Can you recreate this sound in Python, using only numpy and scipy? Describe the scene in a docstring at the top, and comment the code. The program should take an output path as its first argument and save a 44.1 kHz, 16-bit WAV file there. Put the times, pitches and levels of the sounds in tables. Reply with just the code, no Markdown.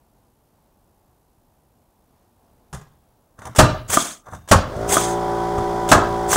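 """Far traffic, as shaped noise, and microphone hiss sound throughout a fenced yard. A framing nailer's magazine
bumps a plank deck; nose and wood block then knock and scrape, as struck modes and rough-contact noise.
Three shots follow, each a trigger click, valve hiss, piston blow and deck bounce. Each release gives an exhaust
rush of turbulent noise and the piston's return knock, a ringing body. After the second shot a compressor
runs up and hums in orders of its shaft rate. The input stage clips the loudest peaks."""
import sys
import numpy as np
from scipy import signal
from scipy.fft import rfft, irfft, next_fast_len
from scipy.io import wavfile
from scipy.ndimage import uniform_filter1d, map_coordinates

SR = 44100
rng = np.random.default_rng(int(sys.argv[2]) if len(sys.argv) > 2 else 0)


def master(y):
    """Save y as 16-bit WAV."""
    cut = np.clip(np.atleast_2d(y).T, -1, 1)
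    pcm = np.round(cut * 32767)  # scale
    wavfile.write(sys.argv[1], SR, pcm.astype(np.int16))


def decibels_to_gain(level_db):
    """Convert a level in decibels to a linear amplitude gain (20 dB per decade)."""
    exponent = np.asarray(level_db, float) / 20
    return 10 ** exponent


N = 280476

# far road noise: pitch_hz, density_db (per Hz, relative)
TRAFFIC_SPECTRUM = [(12, -38.5), (20, -3), (42, 0.5), (120, -7.5), (170, -10.5), (220, -8.5), (330, -11.5),
                    (455, -14.5), (860, -12), (1300, -23), (2050, -31), (5900, -36), (15700, -43)]
# low uneven rumbles: pitch_hz, density_db (per Hz, relative)
RUMBLE_SPECTRUM = [(15, -17.5), (40, 0), (130, -4.5), (350, -13), (1000, -24), (2000, -59.5)]
# hiss of the input stage: pitch_hz, density_db (per Hz, relative)
HISS_SPECTRUM = [(1000, -28.5), (3000, -7.5), (8000, -1.5), (12500, 2.5), (15700, -1.5)]
# the yard's reverberation, from fences and shed wall: pitch_hz, t60_s
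YARD_DECAY = [(30, 0.46), (60, 0.63), (300, 0.44), (1200, 0.41), (4000, 0.45), (7000, 0.27), (12000, 0.14)]
# compressor pumping against pressure: shaft_multiple, level_db (relative)
LOADED_ORDERS = [(1, -11.5), (2, -11), (3, -8.5), (4, -16), (5, -19), (6, -3), (7, -2.5), (8, -18),
                 (9, -15.5), (10, -7), (11, -17), (12, -11.5), (13, -1), (14, -13), (15, -12), (16, -15.5),
                 (17, -4.5), (19, -18.5), (20, -20.5), (21, -27.5), (22, -28), (25, -28), (26, -21.5)]
# compressor running light, joined by lines: shaft_multiple, level_db (relative)
LIGHT_ORDERS = [(1, 0), (3, -9.5), (6, -10), (7, 3), (8, -4), (10, -4.5), (11, 2.5), (12, -8.5), (13, -1.5),
                (14, -31), (26, -20)]
# valve whistles, swelling once per shaft turn: pitch_hz, level_db
WHISTLES = [(1971, -51.5), (3246, -58), (3537, -57.5), (5098, -62), (14901, -72.5)]
# compressor rattle: pitch_hz, density_db (per Hz, relative)
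RATTLE_SPECTRUM = [(30, 9), (60, -11), (200, -2.5), (900, -0.5), (1300, -4), (2000, -14.5), (2700, -24.5),
                   (3400, -17.5), (4000, -23.5), (4800, -21), (6300, -22.5), (10200, -29), (10800, -47.5),
                   (14400, -36.5), (14900, -28), (15400, -43.5)]
# modes of the wood block and nailer body: pitch_hz, level_db, t60_s (ringing free)
BLOCK_MODES = [(300.5, -4.5, 0.058), (430.5, 1, 0.03), (505.6, -12.5, 0.15), (628, 6, 0.041),
               (739, -1.5, 0.064), (1043, -19.5, 0.068), (1194, 7, 0.028), (1337, 4.5, 0.013),
               (1548, 1, 0.026), (1654, -19, 0.17), (1973, -0.5, 0.013)]
# modes of the deck planks: pitch_hz, level_db, t60_s (ringing free)
DECK_MODES = [(39.5, -23.5, 0.86), (62.4, -16, 0.2), (83, -17, 0.17), (94.7, 0, 0.18), (118, -2, 0.17),
              (158, -2, 0.095), (215, -6.5, 0.12), (299, -16, 0.085)]
# modes of magazine and housing: pitch_hz, level_db, t60_s (before hand damping)
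HOUSING_MODES = [(45, -7, .12), (72, -3, .12), (126, 0, .09), (148.5, 1.5, .08), (398, -9, .07),
                 (780, -15, .08), (1100, -15, .07), (1640, -12, .07)]
# modes of the steel nose: pitch_hz, level_db, t60_s
STEEL_MODES = [(3660, -5, 0.099), (5426, -15.5, .05), (6100, -4, .05), (7440, -1, .025), (8400, -3, .02)]
# modes of the nailer body struck by the returning piston: pitch_hz, level_db, t60_s
BODY_MODES = [(314, -1, 0.033), (677, 5.5, 0.03), (1040, -8.5, 0.084), (1205, 5, 0.041),
              (1278, -7.5, 0.043), (1480, -16, 0.11)]
# dense wood noise of a blow: pitch_hz, density_db (per Hz, relative)
THUD_SPECTRUM = [(100, -3.5), (250, -4.5), (700, 4.5), (1200, 7), (1800, -2.5), (2500, -37), (5000, -49)]
# steel nose scraping: pitch_hz, density_db (per Hz, relative)
NOSE_SPECTRUM = [(1500, -31), (3200, -20), (3550, -2.5), (3900, -20), (5700, -15), (6100, 0), (6500, -11),
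                 (9000, -9.5), (14000, -27)]
# loose nails and magazine: pitch_hz, density_db (per Hz, relative)
CLATTER_SPECTRUM = [(240, -46), (400, 2.5), (552, -6), (1090, -0.5), (1640, -6.5), (2130, -15.5),
                    (3430, -14.5), (4600, -20), (6540, -10.5), (9000, -14), (11500, -22), (15700, -33)]
# wide first rush of exhaust: pitch_hz, density_db (per Hz, relative)
GUSH_SPECTRUM = [(120, -48), (200, -33), (386, -5.5), (1020, -6), (1380, -5.5), (1690, -11), (2870, -15),
                 (3330, -14), (3990, -21.5), (7700, -3.5), (12800, -19.5), (14100, -18), (15700, -19.5)]
# thinner exhaust jet in the cap's resonances: pitch_hz, density_db (per Hz, relative)
JET_SPECTRUM = [(120, -21), (200, -4), (420, -12.5), (800, -16), (1460, -10), (2900, -18.5), (3270, -6.5),
                (3850, -15), (5600, -15), (6400, -4.5), (7200, -12), (8200, -9), (10200, -16.5),
                (11000, -25.5), (15700, -37)]
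# hiss of the trigger valve: pitch_hz, density_db (per Hz, relative)
VALVE_SPECTRUM = [(180, -35.5), (300, 4), (2520, -8.5), (3460, -4.5), (4090, -12.5), (7570, -1.5),
                  (10600, -10.5), (13300, -21), (16000, -11)]
# crack of air at the blow: pitch_hz, density_db (per Hz, relative)
CRACK_SPECTRUM = [(200, 3), (1000, -6), (2000, -10), (3500, -10.5), (5000, -13), (7300, -8.5),
                  (11000, -19.5), (16000, -29)]
# nose dragged over the wood: start_s, level_db, held_s
SCRAPES = [(3.388, -52, .06), (3.47, -33, 0.0017), (4.268, -44, 0.0185), (4.336, -35.5, 0.0033)]
# lifted nailer's magazine bumping the deck: start_s, thump_db, clatter_db
BUMPS = [(2.728, -23.5, -27.5), (2.741, -21.5, -29), (2.772, -30, -42), (2.811, -32, -48)]
# nailer, nose and block set against wood: start_s, block_db, deck_db, clatter_db
KNOCKS = [(3.389, -37, -30.5, -41.5), (3.418, -32.5, -50, -39), (3.431, -43.5, -49.5, -52),
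          (3.453, -47, -30, -36), (3.468, -29.5, -31, -42), (3.494, -56, -24, -56.5),
          (4.268, -40, -40, -52), (4.285, -32.5, -33.5, -45.5), (4.324, -39, -22, -45),
          (4.335, -35.5, -36.5, -52.5), (4.347, -36, -27, -41), (4.363, -53, -26, -51),
          (4.763, -55, -15.5, -39), (5.581, -21, -8.5, -32)]
# trigger let go: strongest_rush_s, rush_db, piston_stop_s (after the strongest rush)
RELEASES = [(3.94, -15, .032), (4.935, -15, .034), (6.335, -15, 0.024)]
# air flow of every release: offset_s (from the strongest rush), level_db (relative to rush_db)
FLOW = [(-.062, -33), (-.042, -13), (-.006, -0.5), (.006, 0), (.026, -5), (.12, -13.5), (.19, -21.5),
        (.29, -52.5)]
# shots: blow_s, blow_db, hiss_db
SHOTS = [(3.587, 7.5, -23.5), (4.514, 5, -30), (5.916, 5.5, -21.5)]

HISS_DB, QUIET_DB = -73, -59  # hiss at rest; sound level about which it starts to grow
HISS_FOLLOWS, FLICKER_HZ = 0.42, 59.22  # growth in dB per dB of sound; flicker rate
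SHAFT_HZ = 57.97  # at full speed
MOTOR_ON_S, PUMPING_S = 4.66, 4.795  # switch closes; first compression strokes
RUN_UP_S, FADE_IN_S = 0.07, 0.046  # time constants of speed and of first sound
LOAD_S = 0.22  # time to full head pressure
SCRAPE_RISE, SCRAPE_FALL = 860, 520  # dB per s
GUSH_SHARE, JET_GUSH_SHARE, NARROW_S = 0.87, 0.26, 0.021  # gush power before and after piston stop; change time
RETURN_DB = 14.5  # piston knock over the rush
LET_GO_S, LET_GO_DB = 0.046, -3.5  # click of the trigger let go: lead before the rush, level over it
TRIGGER_S, VALVE_S = 0.038, 0.028  # click and valve opening, before the blow
CLICK_DB, DECK_DB = -8.5, -10  # click over the hiss, deck over the blow
BASS_CUT_HZ, TOP_HZ = 35, 15750


def unit(x):
    """Normalisation: a signal divided by its root mean square has unit rms."""
    return x / np.sqrt(np.mean(x ** 2) + 1e-20)


def along(points, hz):
    """Interpolation of (Hz, value) points on a logarithmic frequency axis."""
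    f, v = np.transpose(points)
    return np.interp(np.log(hz + 1), np.log(f + 1), v)


def wobble(rate):
    """Slow random modulation: a smooth curve through random knots, rate of them a second."""
    knots = rng.standard_normal(int(N * rate / SR) + 4)
    return map_coordinates(knots, [np.arange(N) * rate / SR])


def noise(spectrum):
    """Spectral shaping: white noise weighted by frequency becomes coloured noise of unit rms."""
    m = next_fast_len(N)
    white = rfft(rng.standard_normal(m))
    gain = decibels_to_gain(along(spectrum, np.fft.rfftfreq(m, 1 / SR)))
    return unit(irfft(white * gain, m)[:N])


def patchy(x, patchy_db):
    """Turbulence: random louder and softer patches in time and frequency."""
    z = signal.stft(x, nperseg=256)[2]
    field = uniform_filter1d(rng.standard_normal(z.shape), size=4, axis=0)
    field = uniform_filter1d(field, size=5, axis=1)
    return unit(signal.istft(z * decibels_to_gain(patchy_db * unit(field)), nperseg=256)[1][:N])


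def ring(modes, spread_db=2, attack=0.00074):
    """Modal superposition: a struck body sums decaying sines of random strength, moving inward first."""
    t = np.arange(SR // 2) / SR
    luck = rng.standard_normal((len(modes), 2))
    waves = []
    for (hz, db, t60), (strength, detune) in zip(modes, luck):
        decay = decibels_to_gain(db + spread_db * strength - 60 * t / t60)
        waves.append(decay * np.sin(2 * np.pi * hz * (1 + 0.01 * detune) * t))
    return -np.sum(waves, axis=0) * (1 - np.exp(-t / attack)) / 2


def add(track, s, sound):
    """Superposition: a sound is added to the track at a time in seconds."""
    part = track[round(s * SR):][:len(sound)]
    part += sound[:len(part)]


def echoed(sound, wet_db):
    """Reverberation: convolution with a new random yard response, each frequency decaying at its own rate."""
    hz, t, z = signal.stft(rng.standard_normal(SR // 2), SR, nperseg=256)
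    lumps_db = 4 * rng.standard_normal(len(t))  # separate fences and planks answer one by one
    decay = decibels_to_gain(lumps_db - 60 * t / along(YARD_DECAY, hz)[:, None])
    tail = signal.istft(z * decay, SR, nperseg=256)[1]
    tail = np.pad(tail / np.linalg.norm(tail), (round(.004 * SR), 0))  # travel time of 4 ms
    wet = decibels_to_gain(wet_db) * signal.fftconvolve(sound, tail)
    return wet + np.pad(sound, (0, len(wet) - len(sound)))


def traffic():
    """Incoherent far sources: steady coloured road noise plus low, uneven rumbles."""
    steady = decibels_to_gain(-61.5 + 1.1 * wobble(2.5) + .8 * wobble(9)) * noise(TRAFFIC_SPECTRUM)
    return steady + decibels_to_gain(-69 + 3.5 * wobble(10)) * noise(RUMBLE_SPECTRUM)


def hiss(sensed):
    """Modulated noise floor: the hiss dips for a third of each flicker cycle and grows with the sound."""
    cycle = 2 * np.pi * FLICKER_HZ * np.arange(N) / SR
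    flicker_db = 3 * np.tanh(2.5 * (np.cos(cycle) + .45)) + 1.1 * np.cos(4 * cycle)
    power = np.abs(uniform_filter1d(sensed ** 2, size=1201, origin=500))
    over = power / decibels_to_gain(QUIET_DB) ** 2
    growth = (1 + over) ** (HISS_FOLLOWS / 2)
    return decibels_to_gain(HISS_DB) * growth * unit(decibels_to_gain(flicker_db) * noise(HISS_SPECTRUM))


def compressor():
    """Rotating machinery: load-dependent shaft harmonics, rattle pulsing with the turn, thin valve whistles."""
    t = np.arange(N) / SR
    since = np.maximum(t - MOTOR_ON_S, 0)
    load = np.sin(np.pi / 2 * np.clip((t - PUMPING_S) / LOAD_S, 0, 1))
    pumping = np.clip((t - PUMPING_S) / .05 + .5, 0, 1)

    def level(start, first, full):
        """Level crossfade in dB: starting, first strokes, full load."""
        return decibels_to_gain(start + pumping * (first - start) + load * (full - first))

    shudder = .05 * (1 - pumping) * wobble(60)  # the speed is uneven while starting
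    turns_hz = SHAFT_HZ * (1 - .28 * np.exp(-since / RUN_UP_S) + shudder)
    angle = 2 * np.pi * np.cumsum(turns_hz) / SR
    phases = 1.05 * rng.standard_normal(len(LOADED_ORDERS))  # near one another: a thump each turn
    tones = np.zeros(N)
    for (k, loaded_db), phase in zip(LOADED_ORDERS, phases):
        light_db = np.interp(k, *np.transpose(LIGHT_ORDERS))
        order_db = load * loaded_db + (1 - load) * light_db + 1.22 * wobble(14)
        tones += decibels_to_gain(order_db) * np.sin(k * angle + phase)
    beat = decibels_to_gain(1.0 * np.sin(angle) + 0.73 * np.sin(4 * angle))
    rattle = unit(noise(RATTLE_SPECTRUM) * beat)
    whistles = np.zeros(N)
    for hz, db in WHISTLES:
        whistle_db = db + 3.1 * wobble(27) + 3.9 * np.sin(angle)
        whistles += decibels_to_gain(whistle_db) * np.sin(2 * np.pi * hz * t)
    running = 1 - np.exp(-since / FADE_IN_S)
    return running * (level(-30, -23, -19) * unit(tones) + level(-34.5, -32, -31) * rattle + load * whistles)


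def slide():
    """Rough-contact friction: uneven small jolts excite the block's modes, with noise of wood and steel nose."""
    t = np.arange(N) / SR
    jolts = rng.standard_normal(N) * decibels_to_gain(1.7 * wobble(160))
    rasp = decibels_to_gain(-4.5) * unit(signal.fftconvolve(jolts, ring(BLOCK_MODES))[:N])
    rasp += decibels_to_gain(-2.5 + 3 * wobble(90)) * noise(THUD_SPECTRUM)
    rasp += decibels_to_gain(-14 + 4.5 * wobble(110)) * noise(NOSE_SPECTRUM)
    envelope = np.zeros(N)
    for s, db, held in SCRAPES:
        rise_db = SCRAPE_RISE * np.maximum(s - t, 0)
        fall_db = SCRAPE_FALL * np.maximum(t - s - held, 0)
        envelope += decibels_to_gain(db - rise_db - fall_db)
    return rasp * envelope


def knock(db, deck_db, clatter_db, low=DECK_MODES, steel_db=-10):
    """Light impact: the hand-damped block, a low body and the steel nose ring; loose nails clatter."""
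    t = np.arange(SR // 2) / SR
    rise = 1 - np.exp(-t / .0015)
    wood = decibels_to_gain(-4) * ring(BLOCK_MODES, spread_db=3.0)  # clear modes
    wood += decibels_to_gain(-3.5) * rise * noise(THUD_SPECTRUM)[:len(t)]  # dense modes
    hit = decibels_to_gain(db - 60 * t / 0.06) * wood + decibels_to_gain(deck_db - 60 * t / .3) * ring(low, attack=0.0037)
    shake = noise(CLATTER_SPECTRUM)[:len(t)] * decibels_to_gain(3.7 * wobble(230)[:len(t)] - 60 * t / 0.046) * rise
    clatter = shake + decibels_to_gain(steel_db) * ring(STEEL_MODES, spread_db=6.5)
    return echoed(hit + decibels_to_gain(clatter_db) * clatter, wet_db=-7.5)


def knocks():
    """Repeated light impacts: bumps of the magazine, then contacts with the wood."""
    out = np.zeros(N)
    for s, db, clatter_db in BUMPS:
        add(out, s, knock(db - 15.5, db, clatter_db, HOUSING_MODES, steel_db=-30))
    for s, *levels in KNOCKS:
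        add(out, s, knock(*levels))
    return out


def exhaust():
    """Jet noise: air leaves the cap in a wide gush, then, piston home, a thinner jet in the cap's resonances."""
    t, out = np.arange(N) / SR, np.zeros(N)
    gush = decibels_to_gain(2.5 * wobble(220)) * patchy(noise(GUSH_SPECTRUM), 2.5)
    jet = decibels_to_gain(1.5 * wobble(110)) * patchy(noise(JET_SPECTRUM), 2.5)
    offset_s, offset_db = np.transpose(FLOW)
    for s, db, home in RELEASES:
        flow_db = np.interp(t, s + offset_s, db + offset_db, -120, -120)
        before_home = (1 - np.tanh((t - s - home) / NARROW_S)) / 2
        share = np.clip(JET_GUSH_SHARE + (GUSH_SHARE - JET_GUSH_SHARE) * before_home, 0, 1)
        out += decibels_to_gain(flow_db) * (np.sqrt(share) * gush + np.sqrt(1 - share) * jet)
        add(out, s - LET_GO_S, knock(db - 33, db + LET_GO_DB, db - 35))
        piston = decibels_to_gain(db + RETURN_DB) * ring(BODY_MODES, spread_db=2.0, attack=0.00019)
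        add(out, s + home, echoed(piston, wet_db=-18.0))
    return out


def shots():
    """Impulsive excitation: click and valve hiss, then air push, crack, struck block and deck bounce."""
    out, t = np.zeros(N), np.arange(SR // 2) / SR
    valve, crack, thud = noise(VALVE_SPECTRUM), noise(CRACK_SPECTRUM), noise(THUD_SPECTRUM)
    swell = (1 - np.exp(-t / .003)) ** 2
    u = t / .001 - 5
    push = -u * np.exp(-u ** 2 / 4) * (1 + np.tanh(u) / 2)  # the piston shoves air out, then draws it back
    for s, db, hiss_db in SHOTS:
        at, span, deck_db = round(s * SR), round(VALVE_S * SR), db + DECK_DB
        click_db = hiss_db + CLICK_DB
        add(out, s - TRIGGER_S, knock(click_db, hiss_db - 24.5, click_db, steel_db=-19))
        opening = np.minimum(1, t[:span] / 0.002) * decibels_to_gain(-150 * t[:span])  # opens fast, then thins
        out[at - span:at] += decibels_to_gain(hiss_db) * valve[at - span:at] * opening
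        add(out, s - .006, decibels_to_gain(db - 16) * push)
        air = decibels_to_gain(db - 4.5 - 60 * t / 0.093) * np.resize(crack[at:], len(t)) * swell
        add(out, s - .0025, echoed(air, wet_db=-11.5))
        wood_db = db - 5.5 + 2.5 * wobble(85)[:len(t)] - 60 * t / 0.13
        wood = decibels_to_gain(wood_db) * np.resize(thud[at:], len(t))  # too many close modes to tell apart
        blow = swell * (decibels_to_gain(db) * ring(BLOCK_MODES) + wood)
        blow += decibels_to_gain(deck_db - 0.5) * ring(DECK_MODES, attack=0.0033)
        add(blow, .021, decibels_to_gain(db - 10) * ring(BLOCK_MODES))  # the block jumps and lands
        add(blow, .034, decibels_to_gain(db - 21.5) * ring(BLOCK_MODES))
        add(blow, .042, -decibels_to_gain(deck_db + 1) * ring(DECK_MODES, attack=0.0018))  # the deck is struck again
        add(out, s, echoed(blow, wet_db=-10))
    return out


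def scene():
    """Linear superposition of all sources at one microphone."""
    return (traffic() + compressor() + slide() + knocks() + exhaust() + shots())[None]


def band_limit(x):
    """A steep low-pass at the top of the band."""
    return signal.sosfilt(signal.butter(12, 16490, fs=SR, output="sos"), x)


def record(dry):
    """Band-limited, saturating transduction: hiss joins, deep bass is lost, peaks clip, the top band is cut."""
    top, hard = .92, 4  # full level and sharpness of the clipping knee
    m = next_fast_len(N + SR // 2)
    hz = np.fft.rfftfreq(m, 1 / SR)
    bass_cut = 1j * hz / (1j * hz + BASS_CUT_HZ)
    sensed = irfft(rfft(dry + hiss(dry), m) * bass_cut, m)
    clipped = sensed / (1 + np.abs(sensed / top) ** hard) ** (1 / hard)
    mix = irfft(rfft(clipped) * (hz < TOP_HZ), m)[:, :N]
    return band_limit(mix)


dry = scene()
out = record(dry)
master(out)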